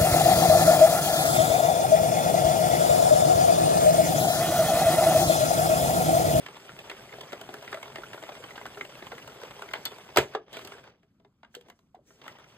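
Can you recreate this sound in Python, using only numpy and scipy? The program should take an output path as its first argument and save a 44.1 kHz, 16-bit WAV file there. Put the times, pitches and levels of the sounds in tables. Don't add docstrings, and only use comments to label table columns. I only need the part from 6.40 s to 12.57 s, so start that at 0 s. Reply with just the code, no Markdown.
import sys
import numpy as np
from scipy import signal
from scipy.fft import rfft, irfft
from scipy.io import wavfile
from scipy.ndimage import uniform_filter1d, minimum_filter1d

SR = 44100
rng = np.random.default_rng(int(sys.argv[2]) if len(sys.argv) > 2 else 0)


def boost(x):
    u = np.asarray(x, float) / 20
    return 10 ** u


def transcribe(signal):
    frames = np.atleast_2d(signal).T
    limited = np.clip(frames, -1, 1)
    pcm = np.round(limited * 32767).astype(np.int16)
    wavfile.write(sys.argv[1], SR, pcm)


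N = 272141

# pitch_hz [Hz], density_db [dB per Hz]
AIR_SPECTRUM = [(30, 0.5), (120, 4), (230, 6), (680, -24), (1300, -16.5), (1800, -32.5), (5000, -31),
                (15000, -38)]
# pitch_hz [Hz], t60_s [s]
ROOM_DECAY = [(200, .24), (530, .2), (1400, .15), (3700, .115), (9700, .1)]
# time_s [s], level_db [dB re steady cranking]
CRANK_EFFORT = [(0.0, -1.5), (1.5, -0.68), (3.44, -1.06), (3.76, -2.5), (3.93, -4.5), (4.05, -22),
                (4.11, -7), (4.14, 0.5), (4.331, -2), (4.5, -9), (4.57, -28.5), (4.91, -41.5), (5.26, -19),
                (5.4, -37), (5.62, -41), (5.879, -2.5), (5.98, -9), (6.17, -9)]
# firmest_s [s], level_db [dB], fade_db_per_s [dB/s]
WOOL_TOUCHES = [
    (3.81, -47, 230),
    (5.14, -66.5, 151),
    (5.29, -68.5, 419.5),
    (5.36, -79.5, 82.5),
    (5.675, -64.5, 42),
    (6.08, -70, 39),
]
# pitch_hz [Hz], density_db [dB per Hz]
WOOL_SPECTRUM = [(1500, 0), (5000, 0.5), (6000, 7), (7000, 1), (10500, 0), (11800, -18), (14500, 2),
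                 (15800, 3)]
# firmest_s [s], level_db [dB], fade_db_per_s [dB/s]
FRAME_SCUFFS = [
    (4.52, -69, 199.5),
    (5.27, -59.5, 196.5),
    (5.57, -61, 223.5),
    (5.7, -61, 45),
]
# pitch_hz [Hz], density_db [dB per Hz]
FRAME_SPECTRUM = [(90, -15), (250, 0.5), (450, 2), (800, -16.5)]
# pitch_hz [Hz], density_db [dB per Hz]
SLIDE_SPECTRUM = [(300, -23), (500, -1.5), (1000, -5.5), (1800, -11), (2600, -7.5), (3400, -10),
                  (4000, -19), (6000, -16), (7000, -41.5)]
# pitch_hz [Hz], density_db [dB per Hz]
YARN_SPECTRUM = [(3500, -5.5), (5500, -4.5), (6800, -5), (8300, -2.5), (10000, -4.5), (11600, -10.5),
                 (13000, -8), (15200, -4.5), (15800, -0.5)]
# pitch_hz [Hz], density_db [dB per Hz]
GEAR_SPECTRUM = [(25, -32.5), (50, 3.5), (90, -0.5), (125, 10), (190, 3), (260, 4), (400, 2), (600, -8.5)]
# pitch_hz [Hz], width_hz [Hz], level_db [dB]
RING_MODES = [(950, 300, -5), (1450, 320, -4), (1750, 320, -4), (2100, 300, -1), (2800, 500, 1),
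              (3400, 500, -1), (4600, 900, -8)]
# pitch_hz [Hz], width_hz [Hz], level_db [dB]
HOUSING_MODES = [(251, 24, -15.5), (302, 70, -21.5), (411, 21, 7.5), (480, 54, 4.5), (590, 53, 6),
                 (646, 34, 8), (750, 75, 1)]
# start_s [s], level_db [dB], pitch_hz [Hz], t60_s [s]
KNOCKS = [(0.522, -45, 390, 0.093), (3.455, -33, 3510, 0.1), (1.345, -28, 595, 0.015),
          (1.893, -26.5, 620, 0.021), (3.035, -31, 476, 0.03), (3.772, -6, 608, 0.023),
          (3.775, -29.5, 132, 0.16), (3.777, -34, 70, 0.13), (3.783, -8, 408.4, 0.041),
          (3.949, -19, 420, 0.041), (3.95, -20, 774, 0.022), (5.168, -28, 443, 0.017),
          (5.545, -41, 740, 0.034), (5.59, -50, 600, 0.03), (3.778, -31, 199.6, 0.069),
          (3.953, -23.5, 543, 0.029), (4.123, -38, 610, 0.018), (4.165, -39, 470, 0.03),
          (4.202, -39, 493, 0.029), (3.7, -41, 456, 0.029), (4.35, -38, 462, 0.033),
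          (2.003, -36, 490, 0.028), (2.1, -42, 496, .03), (3.3, -42, 446, 0.03), (2.73, -36, 480, 0.05),
          (3.454, -39.5, 8370, 0.024), (3.454, -30, 12070, .014), (0.82, -44, 440, .03),
          (3.4535, -31, 4420, .04), (3.772, -24, 13200, .011), (3.772, -27.5, 8500, .03),
          (3.772, -18.5, 1336, .03), (3.784, -22.5, 1692, .04), (5.175, -48, 480, .15),
          (3.82, -31, 875, .05)]
# start_s [s], peak_db [dB],
# pitch_hz [Hz], t60_s [s]
LATCHES = [(0.0626, -33, 2220, 0.028), (0.17, -45, 1500, 0.03), (0.293, -34, 1410, 0.026),
           (0.389, -32, 2660, 0.043), (0.4838, -42, 1380, 0.025), (0.4996, -24, 2800, 0.024),
           (0.5152, -39, 2180, 0.028), (0.591, -39, 1610, 0.03), (0.692, -35.5, 2105, 0.038),
           (0.7267, -35, 2160, 0.03), (0.8075, -32, 3350, 0.022), (0.9087, -41, 2090, 0.022),
           (0.9298, -31, 1440, 0.028), (0.93, -32, 2100, 0.03), (1.0121, -39, 1510, 0.039),
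           (1.1407, -34, 1600, 0.015), (1.278, -37, 2000, 0.037), (1.3297, -28, 1586, 0.032),
           (1.4277, -31.5, 2270, 0.038), (1.5574, -32, 2040, 0.023), (1.5823, -42, 2020, 0.03),
           (1.633, -36, 1460, 0.03), (1.733, -35, 1660, 0.034), (1.7798, -36, 1470, 0.03),
           (1.8262, -36, 2110, 0.028), (1.836, -32, 2090, 0.023), (1.8923, -42, 1630, 0.03),
           (1.9235, -37, 2480, 0.038), (2.0393, -31, 3160, 0.028), (2.1069, -35, 2090, 0.03),
           (2.1574, -40, 2880, 0.027), (2.1787, -32, 1620, 0.02), (2.2146, -34, 2120, 0.03),
           (2.254, -38, 1490, 0.025), (2.346, -38.5, 2880, 0.034), (2.372, -39, 1620, 0.026),
           (2.4104, -24, 2150, 0.026), (2.4505, -34.5, 2870, 0.03), (2.553, -36.5, 2730, 0.03),
           (2.607, -41, 1720, 0.025), (2.6232, -37, 1830, 0.034), (2.6683, -37.5, 3160, 0.03),
           (2.721, -42, 1400, 0.03), (2.7801, -41, 2040, 0.022), (2.876, -47, 1490, 0.03),
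           (3.0013, -49, 1990, 0.03), (3.017, -36, 1590, 0.03), (3.0345, -34, 1450, 0.03),
           (3.2198, -39, 1550, 0.038), (3.2884, -30, 2190, 0.027),
           (3.337, -20, 1630, 0.023), (3.338, -19.5, 2920, 0.018), (3.43, -51, 5100, .02),
          (3.452, -25.5, 4600, 0.043), (3.458, -26.5, 3553, 0.037), (3.545, -46, 4800, .03),
          (3.761, -22, 4880, .018), (3.774, -16.5, 5030, 0.027), (3.772, -12, 2410, 0.02),
          (3.774, -8.5, 794, 0.023), (3.785, -17, 656.5, .05), (3.787, -24, 3012, .03),
          (3.94, -43, 2540, 0.033), (4.169, -30, 2380, 0.03), (4.187, -40, 4000, .03),
          (4.213, -40, 3270, .03), (4.249, -33.5, 4500, 0.026), (4.275, -45, 3400, .03),
          (4.351, -47, 1590, .03), (4.384, -48, 3400, .03), (4.441, -52, 2480, 0.025),
          (4.484, -54, 2000, .03), (5.033, -46.5, 1495, 0.034), (5.034, -55, 2800, .02),
          (5.047, -52, 2210, .02), (5.143, -43.5, 2190, .02), (5.151, -46.5, 3340, .035),
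          (5.152, -39, 4500, 0.028), (5.223, -59, 3020, 0.022), (5.301, -42.5, 2110, 0.029),
          (5.546, -58, 2030, .02), (5.706, -50, 1460, 0.028), (5.817, -49, 3200, 0.034),
          (5.88, -29, 1990, .03), (5.968, -43.5, 2000, 0.036), (6.042, -46, 2190, .03),
          (6.066, -59, 2000, .03), (3.95, -31, 1770, .03), (3.952, -38, 2920, 0.019),
          (3.776, -16.5, 1602, 0.058), (4.8, -63, 1200, .03), (5.262, -61, 1500, .03),
          (5.555, -52, 1100, 0.032), (1.585, -33.5, 865, 0.035), (1.09, -40, 880, 0.036),
          (2.084, -44, 1990, 0.018), (2.727, -30.5, 1390, 0.024), (2.888, -37.5, 1410, .03),
          (4.333, -39, 1680, .05), (3.381, -47, 900, .02)]
# ratio [times pitch], level_db [dB]
LATCH_PARTIALS = [(.66, -9), (1., 2.5), (1.45, -6)]
# start_s [s], level_db [dB], pitch_hz [Hz], tick_db [dB re level]
TAPS = [(0.063, -27.5, 2870, -21.5), (0.168, -33, 980, -19), (0.292, -35, 1610, -31.5),
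        (0.442, -38, 1000, -35), (0.498, -25.5, 2800, -21), (0.514, -28.5, 1860, -23),
        (1.226, -33.5, 1150, -18), (1.429, -30.5, 980, -15.5), (1.635, -31, 1550, -39),
        (1.711, -45, 1070, -34), (1.732, -31, 2600, -22), (1.866, -44.5, 1650, -21),
        (1.952, -34, 1320, -22), (2.039, -31, 1200, -28), (2.158, -34.5, 2820, -36),
        (2.178, -29.5, 1840, -43.5), (2.255, -27.5, 1050, -26), (2.668, -30, 1080, -24),
        (2.781, -32.5, 2130, -25), (3.015, -34.5, 960, -21), (3.109, -31.5, 1180, -24),
        (3.193, -33, 1010, -29), (3.311, -34, 1500, -24), (4.274, -41.5, 1470, -5),
        (5.143, -41.5, 1645, -30), (5.3, -39.5, 957, -15), (5.816, -40, 3320, -27), (5.841, -41, 1020, -20),
        (5.864, -36, 1006, -28), (6.042, -47, 2100, -41)]
# start_s [s], level_db [dB], pitch_hz [Hz], tick_db [dB re level]
CLICKS = [(0.085, -30.5, 1350, -33), (0.391, -36.5, 1010, -13), (0.724, -37, 2110, -50),
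          (0.812, -31, 980, -15.5), (1.277, -30.5, 2300, -32), (1.328, -22, 2020, -30),
          (1.458, -33, 1020, -32), (1.48, -34, 1060, -42), (1.558, -24.5, 1980, -25.5),
          (1.837, -32.5, 1214, -23), (2.106, -37.5, 2080, -39.5), (2.264, -31.5, 1490, -15),
          (2.41, -26, 2140, -29), (2.553, -36.5, 1320, -33), (3.034, -33, 1520, -17),
          (3.221, -25.5, 1430, -23), (3.288, -37.5, 2230, -22), (3.584, -39, 991, -14),
          (3.69, -36.5, 923, -29.5), (4.081, -45, 1160, -34), (4.13, -37.5, 3400, -13),
          (4.191, -33, 1180, -22), (4.212, -39, 2050, -22), (4.321, -35.5, 1590, -32),
          (4.382, -40, 1640, -26), (4.44, -42.5, 1544, -22), (5.032, -40.5, 960, -54),
          (5.211, -51, 2990, -9), (5.391, -55.5, 1037, -15), (5.986, -44.5, 1348, -19)]
# start_s [s], level_db [dB], pitch_hz [Hz], tick_db [dB re level]
THUDS = [(0.737, -35, 1460, -41.5), (0.784, -36.5, 800, -24), (0.922, -33.5, 1970, -17.5),
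         (0.93, -25.5, 1950, -20), (1.013, -34.5, 1310, -9.5), (1.09, -29.5, 800, -47),
         (1.141, -29.5, 1560, -15), (1.344, -28, 2310, -20), (1.372, -32, 1570, -42),
         (1.583, -29, 900, -31), (1.744, -32.5, 910, -24), (1.777, -33, 1520, -33), (1.826, -35, 1150, -14),
         (1.891, -28, 1130, -35), (2.214, -35, 1040, -31), (2.373, -32, 1660, -25),
         (2.45, -36.5, 2750, -16), (2.624, -31.5, 1830, -41), (2.719, -28.5, 1420, -32),
         (2.876, -35.5, 1230, -12.5), (3.518, -36, 1030, -24), (4.169, -31, 2587, -14.5),
         (4.249, -37.5, 904, -8), (4.475, -43.5, 1010, -31), (4.631, -56, 2308, -24),
         (4.799, -54, 963, -36), (4.848, -49, 920, -45), (5.261, -53, 896, -32), (5.285, -45.5, 903, -18),
         (5.705, -48.5, 1470, -28.5)]
# start_s [s], level_db [dB], pitch_hz [Hz], tick_db [dB re level], contact_ms [ms]
SNAPS = [(5.997, -46, 1500, -20, 3), (3.336, -25.5, 1710, -15.5, 1.6), (3.337, -19, 2280, -35, 1.9),
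         (3.349, -22.5, 950, -44, 8.5), (3.454, -32.5, 3660, -4, 3.5), (3.457, -22, 4360, -18, 5.5),
         (3.772, -8, 2590, -27.5, 9.2), (4.094, -51, 1290, -22.5, 5), (4.132, -27.5, 3320, -21, 19),
         (3.802, -30, 1300, -14, 12), (3.813, -33, 900, -14, 15), (3.95, -25, 900, -40, 4),
         (5.047, -41.5, 1567, -47, 2.6), (5.151, -39.5, 1594, -5.5, 2.1), (5.151, -33.5, 3270, -33, 3.3),
         (5.547, -48, 902, -23, 7), (5.88, -32.5, 2000, -18, 2), (5.899, -41, 895, -35, 3),
         (5.939, -48.5, 960, -37, 6.6), (1.316, -32, 1510, -19, 13), (1.546, -40, 1500, -25, 11),
         (1.884, -37, 1060, -36, 6.5), (5.852, -37, 1150, -30, 9)]
# start_s [s], level_db [dB], pitch_hz [Hz], tick_db [dB re level], contact_ms [ms]
JAM = [
    (3.761, -14.5, 870, -20, 3.9),
    (3.772, -8, 1300, -11, 2.4),
    (3.78, -15, 765.4, -30, 8.3),
    (3.783, -19.5, 2405, -7, 26),
    (3.936, -34, 1500, -26, 6),
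    (3.949, -18.5, 1260, -38, 4.2),
]
# pitch_hz [Hz], density_db [dB per Hz]
TICK_SPECTRUM = [(3000, 7), (4500, -5.5), (6000, -5), (8300, -6), (10000, -9), (11600, -13.5), (14000, -7),
                 (16800, -16)]
# pitch_hz [Hz], likeness [0 to 1], left_over_right_db [dB]
PORTS = [(0, .99, 0), (500, .96, 1.5), (900, .68, .5), (1500, .92, .5), (2700, .72, -1.5), (3800, .5, 0),
         (4900, .5, -3), (5300, .96, 0), (6400, .85, 0), (7200, .93, 0)]
# pitch_hz [Hz], lag [half turns]
PORT_LAG = [(0, 0), (900, -.18), (1500, 0), (2700, .85), (3800, .37), (4900, .55), (5450, 1), (7550, 2),
            (10280, 3), (12400, 4), (15200, 5), (17800, 5.6)]
# pitch_hz [Hz], level_db [dB re its partner]
SPARED = [(5000, -40), (5300, -10), (6000, -9), (7000, -6), (11000, -5.5), (16000, -6)]


def evened(x):
    return x / np.sqrt(np.mean(x ** 2) + 1e-20)


def coloured(x, spectrum):
    f, db = np.transpose(spectrum)
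    f = np.r_[f[0] / 1.5, f, f[-1] * 1.04]
    db = np.r_[db[0] - 18, db, db[-1] - 36]
    log_hz = np.log(np.fft.rfftfreq(N, 1 / SR) + 1)
    return irfft(rfft(x) * boost(np.interp(log_hz, np.log(f), db)), N)


def patchy(spectrum, patchy_db, flicker_db):
    noise = coloured(rng.standard_normal((2, N)), spectrum)
    z = signal.stft(noise, nperseg=256)[2]
    patches = uniform_filter1d(rng.standard_normal(z.shape[1:]), size=5, axis=0)
    patches = evened(uniform_filter1d(patches, size=9, axis=1))
    flicker = evened(uniform_filter1d(rng.standard_normal(z.shape[2]), size=4))
    z = z * boost(patchy_db * patches + flicker_db * flicker)
    return evened(signal.istft(z, nperseg=256)[1][:, :N])


def ringing(modes, size=1500):
    hz, width, db = np.transpose(modes)[:, :, None]
    t = np.arange(size) / SR
    decay = boost(db) * np.exp(-np.pi * width * t)
    answer = (decay * np.sin(2 * np.pi * hz * t)).sum(0)
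    return answer / np.linalg.norm(answer)


def crank(steady_db, follow):
    effort_db = np.interp(np.arange(N) / SR, *np.transpose(CRANK_EFFORT))
    return boost(steady_db + follow * effort_db)


def touches(rows, landing_db_per_s=646.5):
    t = np.arange(N) / SR
    gain = np.zeros(N)
    for s, db, fade in rows:
        gain += boost(db + np.minimum(landing_db_per_s * (t - s), -fade * (t - s)))
    return gain


def quiet_air():
    return boost(-68) * patchy(AIR_SPECTRUM, patchy_db=1.5, flicker_db=1.0)


def room(x, count=3):
    size = SR // 4
    taps = np.zeros((count, 2, size))
    at = np.arange(200, size - 20, 20) + rng.integers(0, 20, (count, 2, (size - 201) // 20))
    np.put_along_axis(taps, at, rng.choice([-1., 1.], at.shape), 2)
    hz, t, z = signal.stft(taps, SR, nperseg=256)
    t60 = np.interp(hz, *np.transpose(ROOM_DECAY))[:, None]
    tails = signal.istft(z * boost(-60 * t / t60), SR, nperseg=256)[1]
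    tails = tails / np.linalg.norm(tails[0, 0])
    turn = np.pi * (np.arange(N) / SR * 37 + np.arange(count)[:, None, None] / count)
    share = np.cos(turn) * np.sqrt(2 / count)
    return signal.oaconvolve(x * share, tails, axes=2)[..., :N].sum(0)


def brushing():
    rustle = touches(WOOL_TOUCHES) * patchy(WOOL_SPECTRUM, patchy_db=2.0, flicker_db=0.6)
    scuff = touches(FRAME_SCUFFS) * patchy(FRAME_SPECTRUM, patchy_db=3.5, flicker_db=1.0)
    return rustle + scuff


def sliding():
    rub = crank(-50.5, follow=0.9) * patchy(SLIDE_SPECTRUM, patchy_db=2.0, flicker_db=2.4)
    hiss = crank(-57.5, follow=2.3) * patchy(YARN_SPECTRUM, patchy_db=-2.5, flicker_db=-0.2)
    gears = crank(-56, follow=1) * patchy(GEAR_SPECTRUM, patchy_db=2, flicker_db=1.6)
    return rub + hiss + gears


def chatter(per_s=170.0, spread_db=3, count=10):
    size_db = spread_db * np.minimum(rng.exponential(1, (2, N)), 3.1)
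    size = boost(size_db) * (rng.random((2, N)) < per_s / SR)
    needle = rng.integers(0, count, N)
    own_needle = needle == np.arange(count)[:, None, None]
    puff = rng.standard_normal((2, count, 2, 300)) * np.exp(-np.arange(300) / 28)
    out = np.zeros((2, N))
    for k, (modes, db) in enumerate([(RING_MODES, -4.5), (HOUSING_MODES, -3.5)]):
        voices = signal.fftconvolve(puff[k], ringing(modes)[None, None], axes=2)
        taps = signal.oaconvolve(size[k] * own_needle, voices, axes=2)[..., :N]
        out += boost(db) * evened(taps.sum(0))
    return crank(-52.5, follow=1.8) * out


def knocks():
    t = np.arange(6000) / SR
    out = np.zeros((2, N + len(t)))
    for s, db, hz, t60 in KNOCKS:
        swell = boost(db + 4.5 - 60 * t / t60) * (1 - np.exp(-t * hz / 1.2))
        at = round(s * SR)
        out[:, at:at + len(t)] += swell * np.sin(2 * np.pi * (hz * t + rng.random((2, 1))))
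    return out[:, :N]


def latches():
    t = np.arange(2500) / SR
    sagging_t = t - 3.6 * t ** 2
    attack = 1 - np.exp(-t / 0.0001)
    ratio, partial_db = np.transpose(LATCH_PARTIALS)[:, :, None, None]
    out = np.zeros((2, N + len(t)))
    for s, db, hz, t60 in LATCHES:
        detune, phase = rng.random((2, len(LATCH_PARTIALS), 2, 1))
        stray = 1 + 0.14 * (detune[:, :1] - .5) * (ratio != 1)
        turns = hz * ratio * stray * sagging_t
        modes = boost(partial_db - 60 * t * ratio / t60) * np.sin(2 * np.pi * (turns + phase))
        at = round((s + .0006) * SR)
        out[:, at:at + len(t)] += boost(db - 6.5) * modes.sum(0) * attack
    return out[:, :N]


def blows():
    t = np.arange(3000) / SR
    ring, housing = ringing(RING_MODES), ringing(HOUSING_MODES)
    out, ticks = np.zeros((2, 2, N + len(t)))
    # contacts, housing knock in dB re blow, usual contact in ms
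    kinds = [(TAPS, -42, 3.23), (CLICKS, -5.5, 2.7), (THUDS, 2.2, 3.1), (SNAPS, -34, 4.), (JAM, -6.5, 4.)]
    for rows, knock_db, usual_ms in kinds:
        for s, blow_db, hz, tick_db, *own_ms in rows:
            contact_s = (own_ms[0] if own_ms else usual_ms) / 1000
            contact = np.exp(-t / contact_s) * (1 - np.exp(-t / (1.4 * contact_s)))
            rattle = rng.standard_normal((3, 2, len(t))) * contact
            needle = ringing([(hz, hz / 4, 0)])
            mid = signal.fftconvolve(rattle[0], (.9 * needle + ring)[None], axes=1)[:, :len(t)]
            knock = signal.fftconvolve(rattle[1], housing[None], axes=1)[:, :len(t)]
            tick = rattle[2] * np.exp(-t / 0.0049)
            at = round((s - .0012) * SR)
            out[:, at:at + len(t)] += boost(blow_db) * (evened(mid) + boost(knock_db) * evened(knock))
            ticks[:, at:at + len(t)] += boost(blow_db + tick_db) * evened(tick)
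    dull = signal.sosfilt(signal.butter(2, 6000, fs=SR, output="sos"), out[:, :N])
    return boost(-20.0) * dull + boost(-3.5) * coloured(ticks[:, :N], TICK_SPECTRUM)


def scene():
    bass_cut = signal.butter(3, 290, "high", fs=SR, output="sos")
    hits = signal.sosfilt(bass_cut, blows() + chatter() + latches())
    hollow = knocks()
    echoes = boost(-11) * room(hits) + boost(-15.0) * room(hollow)
    return quiet_air() + echoes + brushing() + sliding() + hollow + hits


def two_ports(dry):
    hz = np.fft.rfftfreq(N, 1 / SR)
    f, likeness, balance_db = np.transpose(PORTS)
    curves = [np.pi * np.interp(hz, *np.transpose(PORT_LAG)),
              np.interp(hz, f, likeness), np.interp(hz, f, balance_db)]
    lag, same, lean_db = uniform_filter1d(uniform_filter1d(curves, size=1200), size=1200)
    bass_cut = hz ** 2 / (hz ** 2 + 28.0 ** 2)
    a, b = rfft(dry) * bass_cut * (hz < 17800)
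    right = same * a * np.exp(-1j * lag) + np.sqrt(1 - same ** 2) * b
    return irfft(np.array([a * boost(lean_db / 2), right * boost(-lean_db / 2)]), N)


def thinned(x, jump_db=8, crack_db=13, size=2048, width=16, hold=400):
    pair = np.array([x[0] + x[1], x[0] - x[1]]) / 2
    hz, _, z = signal.stft(pair, SR, nperseg=size)
    bands = np.arange(len(hz)) // width
    power = np.add.reduceat(abs(z) ** 2, np.arange(0, len(hz), width), axis=1)[:, bands] + 1e-20
    spared_db = np.interp(hz, *np.transpose(SPARED), left=-200)[:, None]
    weak = power < power[::-1] * boost(2 * spared_db)
    low = (hz < 15850)[:, None]
    versions = np.array([z * low, z * (low & ~weak)])
    dull, thin = signal.istft(versions, SR, nperseg=size)[1][..., :N]
    treble = (np.diff(x, n=2, prepend=0, append=0) ** 2).sum(0)
    treble = uniform_filter1d(treble, size=hold // 2)
    jump = treble / (uniform_filter1d(np.roll(treble, size // 2), size=size) + 1e-20)
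    sharp = jump > boost([[2 * jump_db], [2 * crack_db]])
    sharp = -minimum_filter1d(-1. * sharp, size=hold // 2)
    sharp = uniform_filter1d(sharp, size=hold // 4)
    mid, side = thin + sharp[0] * (dull - thin) + sharp[1] * (pair - dull)
    return np.array([mid + side, mid - side])


def top_cut(x):
    return signal.sosfilt(signal.butter(12, 17850, fs=SR, output="sos"), x)


def record(dry):
    x = two_ports(dry)
    x = .85 * np.tanh(x / .85)
    return top_cut(thinned(x))


dry = scene()
out = record(dry)
transcribe(out)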